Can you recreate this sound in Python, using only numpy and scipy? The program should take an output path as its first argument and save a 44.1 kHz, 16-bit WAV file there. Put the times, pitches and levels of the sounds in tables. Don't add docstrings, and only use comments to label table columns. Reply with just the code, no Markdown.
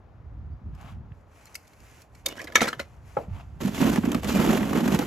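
import sys
import numpy as np
from scipy import signal
from scipy.fft import rfft, irfft, next_fast_len
from scipy.io import wavfile

SR = 44100
rng = np.random.default_rng(int(sys.argv[2]) if len(sys.argv) > 2 else 0)


def wav_out(sig):
    wavfile.write(sys.argv[1], SR, np.round(np.clip(np.atleast_2d(sig).T, -1, 1) * 32767).astype(np.int16))


def ratio_of_db(decibels):
    return 10 ** (np.asarray(decibels, float) / 20)


N = 223542

# (frequency [Hz], level [dB], t60 [s])
CAR_MODES = [(1320, 6.5, 0.06), (1714, 3.5, .045), (2240, 1, 0.081), (2470, -6.5, .035), (2990, -16.5, .04),
             (3284, -14.5, .04), (3662, -6, 0.055), (4044, -14, 0.033), (4500, -18.5, 0.038),
             (4600, -14, .03), (5800, -10.5, .02), (6094, -8.5, 0.055), (6580, -12, .025)]
# (frequency [Hz], level [dB], t60 [s])
TUB_MODES = [(258, 5.5, 0.065), (337, 13.5, 0.019), (474, 2.5, 0.041), (546, 1, 0.062), (620, -3.5, 0.04),
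             (750, -14, 0.011), (980, -8, 0.034)]
# (frequency [Hz], density [dB per Hz])
CRACK_SPECTRUM = [(500, -14.5), (900, -16), (2200, -3), (3600, -8.5), (6000, -5), (9000, -5), (13000, -30),
                  (16000, -20.5)]
# (frequency [Hz], density [dB per Hz])
KNOCK_SPECTRUM = [(180, -29), (300, 4.5), (500, -1.5), (921, -5.5), (1320, -7.5), (3060, -16.5),
                  (4500, -42), (9900, -120)]
# (frequency [Hz], density [dB per Hz])
RUB_SPECTRUM = [(1800, -8.5), (3000, -6), (5000, -13.5), (8000, -10.5), (11000, -17.5), (14000, -16),
                (15900, -16.5), (16900, -45)]


def evened(x):
    return x / np.sqrt(np.mean(x ** 2) + 1e-20)


def peaked(x):
    return x / np.max(abs(x))


def read(points, hz):
    f, value = np.transpose(points)
    return np.interp(np.log(hz + 1), np.log(f + 1), value)


def coloured(x, points):
    size = next_fast_len(len(x))
    gain = ratio_of_db(read(points, np.fft.rfftfreq(size, 1 / SR)))
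    return irfft(rfft(x, size) * gain, size)[:len(x)]


def add(mix, s, sound):
    part = mix[round(s * SR):][:len(sound)]
    part += sound[:len(part)]


def ring(modes, t):
    return sum(ratio_of_db(db - 60 * t / min(t60, .15)) * np.sin(2 * np.pi * hz * t) for hz, db, t60 in modes)


def sparse(per_s, spread_db):
    size = ratio_of_db(spread_db * np.minimum(rng.exponential(1, N), 4))
    size = size * rng.choice([-1., 1.], N)
    return size * (rng.random(N) < per_s / SR)


def strokes(rows, rise_db, fall_db):
    start, length, *levels = np.transpose(rows)[:, :, None]
    t = np.arange(0, N / SR + .001, .001)
    early = np.maximum(start - t, 0)
    late = np.maximum(t - start - length, 0)
    shape = ratio_of_db(-2 * rise_db * early - 2 * fall_db * late)
    return (np.interp(np.arange(N) / SR, t, np.sqrt((ratio_of_db(2 * db) * shape).sum(0))) for db in levels)


def contact(modes, thud_db, bright_db, t60, draw):
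    t = np.arange(draw.shape[1]) / SR
    chatter, hiss, fizz = draw
    blow = np.diff(chatter[:400] * np.exp(-t[:400] / 0.0031), prepend=0, append=0)
    fade = ratio_of_db(-60 * t / t60) * (1 - np.exp(-t / 0.0011))
    clack_spectrum = [(300, -24), (700, -4.5), (1500, -0.5), (3200, -6), (4500, -16.5), (9000, -42.5)]
    tick_spectrum = [(3000, -22.5), (5000, -3.5), (14000, -12.0), (17000, -24.5)]
    metal = peaked(np.convolve(blow, ring(modes, t))[:len(t)])
    thud = peaked(np.convolve(blow, ring(TUB_MODES, t))[:len(t)])
    crack = peaked(coloured(hiss, CRACK_SPECTRUM) * fade)
    clack = peaked(coloured(chatter, clack_spectrum) * fade)
    tick = peaked(coloured(fizz, tick_spectrum) * fade)
    noise = 0.7 * ratio_of_db(thud_db / 2) * clack + 0.48 * ratio_of_db(bright_db / 2) * crack + ratio_of_db(bright_db) * tick
    return 0.95 * metal + noise + ratio_of_db(thud_db - 2) * thud


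def cars():
    # (time [s], peak level [dB], ring frequency [Hz], bright tick level [dB], t60 [s])
    hand_ticks = [(0.7498, -47, 1200, -2.5, .03), (0.8123, -48.5, 1380, 5, .03),
                  (.918, -54, 4800, -6, .015), (1.323, -56, 2600, -6, .015), (1.526, -52, 7800, 0, .012),
                  (1.4558, -40, 7200, 0, .018), (1.4677, -42, 4300, -4, .02), (1.472, -38, 2160, -10, .02),
                  (1.478, -48, 6100, -8, .03), (1.545, -33, 6070, -2, .018), (1.5538, -27.5, 2190, 7, .028),
                  (1.652, -46, 2100, -14, .015), (1.6723, -50, 3540, 0, .02), (1.678, -50, 2400, 7, .015),
                  (1.733, -39, 2210, -10, .018), (1.8033, -44, 2280, 2, .018), (2.0188, -45, 4400, 6, .022),
                  (2.15, -42, 2260, -3, .03)]
    # (time [s], peak level [dB], ring frequency [Hz], tub thud level [dB], bright tick level [dB])
    tub_clatter = [(2.2613, -9, 3625, -23.5, -1), (2.285, -29, 2200, -25, 5), (2.296, -36, 2900, -10, -8),
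                   (2.303, -31, 2870, -8, -19.5), (2.311, -33, 2950, -2, -18), (2.332, -41, 3000, -8, -18),
                   (2.366, -36, 1630, -10, -4.5), (2.373, -37, 2870, 2, -2),
                   (2.32, -31, 2840, -24.5, -26.5), (2.39, -30, 1650, -15.5, -12),
                   (2.388, -35.5, 3000, -14, -19.5), (2.394, -23, 1700, -21.5, -18),
                   (2.404, -29, 1970, -13, -20), (2.415, -35, 2450, -12, 4), (2.4429, -38, 1720, -10, 7),
                   (2.4725, -27, 2050, -19, -17), (2.477, -29.5, 1650, -14, -20),
                   (2.501, -35.5, 1195, 0.5, -19.5), (2.522, -27, 1720, -14, -13),
                   (2.549, -26, 2960, -13.5, -7), (2.5657, -7, 1714, -21.5, -16),
                   (2.576, -19, 2240, -11.5, -19), (2.583, -16, 1270, -15, -19),
                   (2.592, -24, 2100, -14, -18.5), (2.608, -13, 2250, -6.5, -11), (2.618, -12, 1326, 2, -5),
                   (2.6292, -17, 1300, 1.5, -12), (2.636, -21, 3430, -15, -12.5),
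                   (2.644, -21, 1840, -14, -14.5), (2.655, -26.5, 2270, 0, -13),
                   (2.6723, -18, 1970, -6, -14), (2.679, -12, 1290, -2.5, -11), (2.6853, -20, 4200, 3, -5),
                   (2.729, -21, 1746, -4, -16), (2.734, -23, 1550, 4, -31), (2.7994, -24, 2060, 0, -8),
                   (2.7952, -18, 1450, -2, -10)]
    landing_s, landing_db = 2.5558, -2.5
    tick_thud_db = -21
    free_t60_s, jam_per_db = 0.032, .012
    onset_s, soft_per_db = 0.00081, 0.5

    out = np.zeros(N)
    landing = contact(CAR_MODES, -7.0, -20.5, 0.022, rng.standard_normal((3, 4410)))
    add(out, landing_s, ratio_of_db(landing_db) * landing)
    t = np.arange(3000) / SR
    rows = [(s, db, hz, tick_thud_db, bright, t60) for s, db, hz, bright, t60 in hand_ticks]
    rows += [(*row, free_t60_s * np.exp(-jam_per_db * (row[1] + 30))) for row in tub_clatter]
    draws = rng.standard_normal((len(rows), 3, 3000))
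    for (s, db, hz, thud_db, bright_db, t60), draw in zip(rows, draws):
        part = [(hz, 0, 1.3 * t60), (1.2 * hz, -11, t60), (0.64 * hz, -9.5, t60),
                (0.82 * hz, -19, .7 * t60), (.88 * hz, -18, .7 * t60), (1.9 * hz, -12, .6 * t60)]
        onset = 1 - np.exp(-t / (onset_s * ratio_of_db(-soft_per_db * bright_db)))
        add(out, s - .001, ratio_of_db(db - 4.0) * contact(part, thud_db, bright_db, t60, draw) * onset)
    return out


def rattle():
    # (start [s], length [s], chatter level [dB], tub hum level [dB], ring frequency [Hz])
    shifts = [(2.26, 0.33, -66, -50, 2500), (2.261, 0.065, -50.5, -44.5, 2900),
              (2.362, 0.018, -52, -51, 1650), (2.394, 0.038, -46, -47.5, 1900),
              (2.438, .09, -61, -52, 2093), (2.555, 0.037, -41, -35, 1800),
              (2.618, 0.013, -22, -20.5, 1800), (2.63, 0.019, -40, -31.5, 2200),
              (2.652, 0.05, -38.5, -38.5, 1600), (2.718, 0.039, -58, -45, 1800),
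              (2.798, 0.0079, -40.5, -36, 2000)]
    shifts = np.array(shifts)
    busy, heavy = strokes(shifts[:, :-1], 1499.5, 549.5)
    hz = np.interp(np.arange(N) / SR, *shifts[:, [0, -1]].T)
    grains = sparse(2500, 2.5)
    turn = np.exp(2j * np.pi * np.cumsum(hz) / SR)
    r = np.exp(-np.pi * 250 / SR)
    wander = (turn * signal.lfilter([1 - r], [1, -r], grains / turn)).real
    t = np.arange(3000) / SR
    bodies = signal.oaconvolve(grains, ring(CAR_MODES, t))[:N]
    tub = signal.oaconvolve(np.diff(sparse(540, 3.6), prepend=0), ring(TUB_MODES, t))[:N]
    chatter = evened(coloured(grains, CRACK_SPECTRUM)) + 0.98 * evened(wander) + 0.94 * evened(bodies)
    return ratio_of_db(-8) * busy * chatter + heavy * evened(tub)


def pings():
    # (time [s], peak level [dB], frequency [Hz], t60 [s])
    small_knocks = [(1.1205, -48, 1750, .007), (1.1215, -51, 2700, .006), (1.554, -37, 2100, .016),
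                    (2.473, -33, 2050, .016), (2.7995, -30, 4200, .01), (2.2625, -27, 2250, .02),
                    (2.268, -31, 550, .07), (2.328, -38, 550, .04), (2.383, -31, 1620, .012),
                    (2.4035, -28, 2100, .006), (2.408, -32, 1850, .015), (2.43, -37, 550, .04),
                    (2.443, -40, 5200, .012), (2.445, -35, 300, .05), (2.487, -38, 2100, .012),
                    (2.502, -36, 550, .025), (2.608, -14, 2000, .012), (2.608, -24, 3800, .02),
                    (2.617, -22, 6000, .01), (2.619, -14, 700, .025), (2.685, -30, 4200, .035),
                    (2.688, -24, 1400, .03), (2.731, -24, 1300, .018), (2.731, -31, 3100, .012),
                    (2.801, -28, 600, .02), (2.807, -37, 4200, .015), (3.189, -33, 900, .02),
                    (3.211, -33, 450, .03)]
    out, t = np.zeros(N), np.arange(2500) / SR
    for s, db, hz, t60 in small_knocks:
        sound = ring([(hz, 0, t60), (1.13 * hz, -8, t60)], t) * (1 - np.exp(-t / .0012))
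        add(out, s - .001, ratio_of_db(db) * peaked(sound))
    return out


def fence():
    # (frequency [Hz], level [dB], t60 [s])
    panel_modes = [(540, 6, 0.035), (824, 1.5, 0.051), (2200, -15, 0.018), (1330, -5, 0.047),
                   (1020, -8.5, 0.032), (1640, -20, 0.026), (1900, -21, 0.02), (2620, -26, 0.014), ]
    bump_s, bump_db = 3.1685, -5.5
    out, t = np.zeros(N), np.arange(6000) / SR
    shudder_spectrum = [(80, -20), (200, -5), (600, 1.5), (1200, -18), (2500, -28.0), (6000, -43.5)]
    slap_spectrum = [(500, -17), (1500, 10), (2600, -3), (4000, -19)]
    shudder = coloured(rng.standard_normal(len(t)), shudder_spectrum)
    slap = coloured(shudder, slap_spectrum) * ratio_of_db(-60 * t / 0.032)
    bump = peaked(ring(panel_modes, t)) + 0.17 * peaked(slap) + 0.11 * peaked(shudder * ratio_of_db(-60 * t / 0.28))
    add(out, bump_s, ratio_of_db(bump_db) * bump * (1 - np.exp(-t / 0.0017)))
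    return out


def thump(hz, turns=2.2):
    u = np.arange(round(5 * turns * SR / hz)) * hz / (turns * SR)
    return peaked(u ** 2 * np.exp(-3.2 * u) * np.sin(2 * np.pi * turns * u))


def balls():
    # (start [s], length [s], effort level [dB], skin rub level above the effort [dB])
    stirs = [(3.609, .49, -47, -3.5), (4.127, .07, -48.5, -2), (4.23, .9, -43.5, -4),
             (3.612, 0.068, -40.5, -5), (3.746, 0.07, -40.5, 0), (3.809, 0.078, -28.5, -9.5),
             (3.905, 0.055, -32, -8.5), (4.032, 0.15, -37, -31), (4.241, 0.027, -37.5, -25),
             (4.275, 0.06, -35.5, -2), (4.349, 0.22, -28, -10), (4.589, 0.208, -35.5, -13.5),
             (4.754, 0.046, -29, -15), (4.835, 0.086, -31.5, -14.5), (4.924, 0.029, -28.5, -10),
             (4.992, 0.037, -30, -15.5)]
    # (time [s], peak level [dB], air spring frequency [Hz])
    squeezes = [(3.649, -10.5, 210.5), (3.664, -16, 198), (3.689, -18.5, 207), (3.786, -20.0, 240),
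                (3.804, -20, 276), (3.815, -13, 215), (3.822, -7.5, 211), (3.85, -8.5, 228),
                (3.874, -10.5, 276), (3.899, -12, 248), (3.912, -22, 231), (3.933, -14, 196),
                (3.967, -21, 240), (3.983, -6, 217), (4.041, -11.0, 235), (4.076, -9.5, 241),
                (4.106, -17, 255), (4.116, -19, 223), (4.15, -9, 235), (4.166, -22, 220),
                (4.246, -18.5, 207), (4.261, -16.5, 208), (4.277, -21, 219), (4.291, -20, 234),
                (4.316, -19, 242), (4.33, -21, 250), (4.343, -20, 227), (4.358, -12, 221),
                (4.395, -9.5, 204), (4.422, -15.5, 270), (4.435, -21, 253), (4.457, -16.5, 233),
                (4.476, -14, 318), (4.489, -11, 238), (4.502, -11, 221), (4.539, -29, 276),
                (4.551, -16, 211), (4.571, -16, 222), (4.595, -24, 244), (4.611, -14, 190),
                (4.622, -23, 215), (4.64, -20.5, 207), (4.655, -19, 203), (4.712, -17, 228),
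                (4.734, -22, 240), (4.748, -14.0, 230), (4.762, -13.5, 246), (4.775, -15.5, 243),
                (4.811, -17, 210), (4.829, -11, 217), (4.841, -13, 215), (4.862, -12.5, 207),
                (4.883, -9, 236), (4.895, -24, 257), (4.923, -7.5, 214), (4.942, -10, 202),
                (4.957, -17, 260), (4.97, -20, 237), (4.992, -14, 246), (5.017, -22, 213)]
    hollow_db, hollow_follows = -7, 0.67

    rows = [(s, length, db, db + rub_db) for s, length, db, rub_db in stirs]
    effort, slide = strokes(rows, 1500, 427)
    flurry = coloured(rng.standard_normal(N), [(5, -6.5), (15, 2), (50, -3.5), (150, -29.0)])
    clumps = ratio_of_db(2.4 * evened(flurry))

    crowd = sum(signal.oaconvolve(sparse(70, 1.3), thump(hz))[:N]
                for hz in (172.4, 193.3, 222, 257, 287.3, 338))
    t = np.arange(1500) / SR
    onset = 1 - np.exp(-t / 0.0013)
    walls = sum(signal.oaconvolve(sparse(80, 3.4), ring([(hz, 0, .022)], t) * onset)[:N]
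                for hz in np.geomspace(380, 3400, num=20))
    taps = evened(coloured(walls, [(300, 4.0), (1000, -3.0), (3500, -13.5)]))
    taps = taps + 1.32 * evened(coloured(sparse(3500, 3.6), KNOCK_SPECTRUM))
    rub = coloured(sparse(5000, 1.9), RUB_SPECTRUM)

    out = ratio_of_db(hollow_db) * effort ** hollow_follows * (effort > .003) * evened(crowd)
    out = out + effort * evened(clumps * taps) + slide * ratio_of_db(2.5) * evened(clumps * rub)
    for s, db, hz in squeezes:
        add(out, s - .0015, ratio_of_db(db - 3.5) * thump(hz, turns=1.89))
    return out


def knocks():
    # (time [s], peak level [dB], wall ring frequency [Hz], bright tick level [dB])
    hard_knocks = [(3.605, -24, 913, -13), (3.683, -20, 865, -11), (3.748, -24, 960, -5),
                   (3.779, -23.5, 2100, -4), (3.809, -28, 634, -15), (3.814, -17, 1205, -2),
                   (3.83, -16.5, 1230, -20), (3.854, -27, 970, -18), (3.879, -15.5, 870, -21),
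                   (3.922, -22, 596, -13), (3.959, -18, 1810, 0), (3.976, -17, 840, -22),
                   (4.037, -21, 920, -28), (4.053, -20.5, 950, -6.5), (4.085, -20.5, 636, -18),
                   (4.118, -25.5, 2640, 7.5), (4.128, -20, 910, -16), (4.147, -13, 1250, -5.5),
                   (4.233, -22.5, 960, -3), (4.245, -21, 620, 0), (4.252, -17.5, 1070, -11),
                   (4.303, -17, 1240, -20), (4.356, -17, 900, -11), (4.357, -15, 2450, -12),
                   (4.39, -18.5, 2000, -20), (4.413, -19, 1900, -17), (4.462, -18.5, 597, -5),
                   (4.475, -19, 3010, -18), (4.492, -12.5, 1310, -13), (4.503, -13, 1120, -27),
                   (4.53, -18, 2200, -14), (4.549, -17, 2800, -10), (4.555, -23, 1300, -18),
                   (4.606, -21.5, 620, -12), (4.63, -19.5, 1990, -15), (4.642, -27, 1720, -18),
                   (4.689, -27, 580, -20), (4.732, -13, 1125, -9), (4.773, -16, 920, -4.5),
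                   (4.834, -32.5, 890, -3), (4.877, -26, 630, -1), (4.879, -16, 1654, -5),
                   (4.918, -21, 600, -5), (4.939, -18, 690, -18), (4.947, -12.5, 970, -4),
                   (4.99, -17, 800, 0.5)]
    out, t = np.zeros(N), np.arange(2000) / SR
    draws = rng.standard_normal((len(hard_knocks), 2, len(t)))
    for (s, db, hz, tick_db), hiss in zip(hard_knocks, draws):
        wall = 0.68 * ring([(hz, 0, .016), (1.17 * hz, -5, .014), (1.604 * hz, -10, .012)], t)
        wall = wall + peaked(coloured(hiss[0], KNOCK_SPECTRUM)) * ratio_of_db(-60 * t / 0.055)
        tick = peaked(coloured(hiss[1], RUB_SPECTRUM)) * ratio_of_db(-60 * t / 0.019)
        sound = (peaked(wall) + ratio_of_db(tick_db + 7.5) * tick) * (1 - np.exp(-t / 0.0013))
        add(out, s - .001, ratio_of_db(db + 1.0) * sound)
    return out


def scuffs():
    # (start [s], length [s], rustle level [dB], dull scrape level [dB])
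    scuff_strokes = [(.81, 0.1, -70, -52), (1.36, 0.17, -67, -62.5), (1.56, 0.27, -70, -86),
                     (1.85, .17, -63.5, -64.5), (2.17, 0.037, -68.5, -82), (2.85, .12, -73.5, -66),
                     (3.08, 0.15, -66.5, -63), (3.35, 0.058, -68, -50.5), (3.43, 0.146, -77.5, -70),
                     (1.15, 0.065, -81.5, -84), (3.19, .05, -78, -60), (.86, .065, -76, -59)]
    # (frequency [Hz], density [dB per Hz])
    rustle_spectrum = [(900, -33), (1500, -9.5), (2500, -9), (3500, -20.5), (6500, -15.5), (9000, -15),
                       (13000, -26.5), (16000, -17.5)]
    scrape_spectrum = [(350, -27), (700, 5.0), (1200, 0), (1900, -8.5), (2750, -7), (3600, -15.0), (8000, -34.5)]
    bright, dull = strokes(scuff_strokes, 202, 322)
    rustle = evened(coloured(sparse(10000, 3.5), rustle_spectrum))
    scrape = evened(coloured(sparse(2500, 3), scrape_spectrum))
    return ratio_of_db(6.5) * bright * rustle + dull * scrape


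def through_case(clicks):
    return coloured(clicks, [(7000, -20.0), (8500, 0), (9800, -21.5), (11500, -26.0), (14000, -35.5), (15500, -7)])


def reflections(t60, count):
    taps, at = np.zeros(round(t60 * SR)), rng.random(count) * t60
    taps[(at * SR).astype(int)] = rng.choice([-1., 1.], count) * ratio_of_db(-60 * at / t60)
    return taps / np.linalg.norm(taps)


def yard(x):
    turn = np.arange(N) / SR * 7
    parts = (x * np.cos(np.pi * (turn + k) / 3) * np.sqrt(2 / 3) for k in range(3))
    return sum(signal.oaconvolve(part, reflections(.2, count=1500))[:N] for part in parts)


def ports(x):
    # (frequency [Hz], phase [rad])
    port_phase = [(0, 0), (5300, -.5), (6800, .4), (8750, np.pi), (9500, np.pi), (11700, 2 * np.pi),
                  (13000, 2 * np.pi), (14800, 3 * np.pi)]
    # (frequency [Hz], shared part [0-1])
    port_same = [(60, .97), (200, .995), (500, .93), (1500, .9), (4000, .87), (6600, .94), (9000, .97),
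                 (12000, .988)]
    # (frequency [Hz], level difference [dB])
    port_balance = [(60, -1), (200, -3), (600, -2.5), (1000, -.5), (2200, 0), (4500, -3), (8000, 0),
                    (16000, 0)]
    # (time [s], level difference [dB])
    pan_path = [(0, 6), (2.2, 0.5), (2.4, -0.5), (2.6, 0.5), (3.1, 4.5), (3.5, 0), (3.7, -1), (5.07, -0.5)]
    hz, t, z = signal.stft(x, SR, nperseg=256, noverlap=192)
    same = np.clip(read(port_same, hz), 0, 1)[:, None]
    random_phase = np.exp(2j * np.pi * rng.random(z.shape[::-1]).T)
    scattered = 1.85 * np.sqrt(1 - same ** 2) * z * random_phase
    pan_db = np.interp(t, *np.transpose(pan_path)) * (hz[:, None] < 7000)
    balance_db = read(port_balance, hz)[:, None] + pan_db
    half = np.exp(.5j * read(port_phase, hz))[:, None] * ratio_of_db(balance_db / 2)
    pair = np.array([same * z * half + scattered, same * z / half - scattered])
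    return signal.istft(pair, SR, nperseg=256, noverlap=192)[1][:, :N]


def wind():
    # (time [s], level [dB])
    wind_levels = [(0.0, -53.5), (0.39, -41), (0.54, -38), (0.61, -55), (0.66, -32.5), (0.78, -43.5),
                   (0.97, -37), (1.28, -56), (1.75, -59), (1.81, -50), (2.05, -58), (2.15, -49),
                   (2.51, -53.5), (3.275, -45), (3.33, -32), (3.42, -43), (4.3, -35.5), (5.07, -40)]
    # (frequency [Hz], density [dB per Hz])
    wind_spectrum = [(22, -29.5), (38, -9), (55, 5), (90, 3), (140, -5), (220, -13.5), (350, -25),
                     (1200, -89.5)]
    # (time [s], peak level [dB], centre frequency [Hz])
    gusts = [(0.264, -36, 62.6), (0.62, -43, 201), (0.366, -35.5, 61.5), (0.516, -35.5, 84.4),
             (0.651, -38, 75.5), (0.732, -39, 126), (0.783, -47, 89.5), (0.849, -44, 190),
             (0.922, -47, 191), (0.952, -45, 66.6), (1.012, -47, 106), (1.116, -35.5, 132),
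             (2.554, -36.5, 187), (2.63, -21.5, 224), (2.774, -40.5, 125.4), (3.174, -37, 221),
             (3.175, -34, 136), (3.287, -32, 165), (3.314, -27, 92)]
    level_db = np.interp(np.arange(N) / SR, *np.transpose(wind_levels))
    shared, apart = (evened(coloured(v, wind_spectrum)) for v in rng.standard_normal((2, N)))
    buffets = np.zeros(N)
    for s, db, hz in gusts:
        add(buffets, s - .006, ratio_of_db(db + 1.5) * thump(hz, turns=1.65))
    pressure = shared + .27 * np.outer([1, -1], apart)
    lumps = ratio_of_db(level_db - 1) * np.array([[.92], [1.08]]) * pressure
    return lumps + np.outer([.85, 1.1], buffets)


def bird():
    start_s, length_s, level_db = .497, .06, -80
    out, u = np.zeros(N), np.arange(0, 1, 1 / (length_s * SR))
    phase = 2 * np.pi * np.cumsum(np.interp(u, (0, 1), (4350, 4950))) / SR
    add(out, start_s, ratio_of_db(level_db) * np.sin(np.pi * u) * np.sin(phase))
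    return out


def hum():
    # (frequency [Hz], density [dB per Hz])
    town_spectrum = [(88, -39), (150, -10), (714, -10.5), (1160, -15.5), (1250, -15.5), (3210, -34.5),
                     (13100, -53), (15000, -54.5)]
    return ratio_of_db(-60) * evened(coloured(rng.standard_normal(N), town_spectrum))


def scene():
    clicks = cars() + knocks()
    near = clicks + pings() + rattle() + fence() + balls() + scuffs()
    airborne = near + ratio_of_db(-15.5) * yard(near) + hum() + bird()
    return ports(airborne) + ratio_of_db(-5.5) * through_case(clicks) + wind()


def roll_off(x):
    return signal.sosfilt(signal.butter(12, 16490, fs=SR, output="sos"), x)


def record(dry):
    edge = signal.firwin(511, 16300, window=("kaiser", 9), fs=SR)
    mix = signal.oaconvolve(dry, edge[None], "same")
    return roll_off(mix)


dry = scene()
out = record(dry)
wav_out(out)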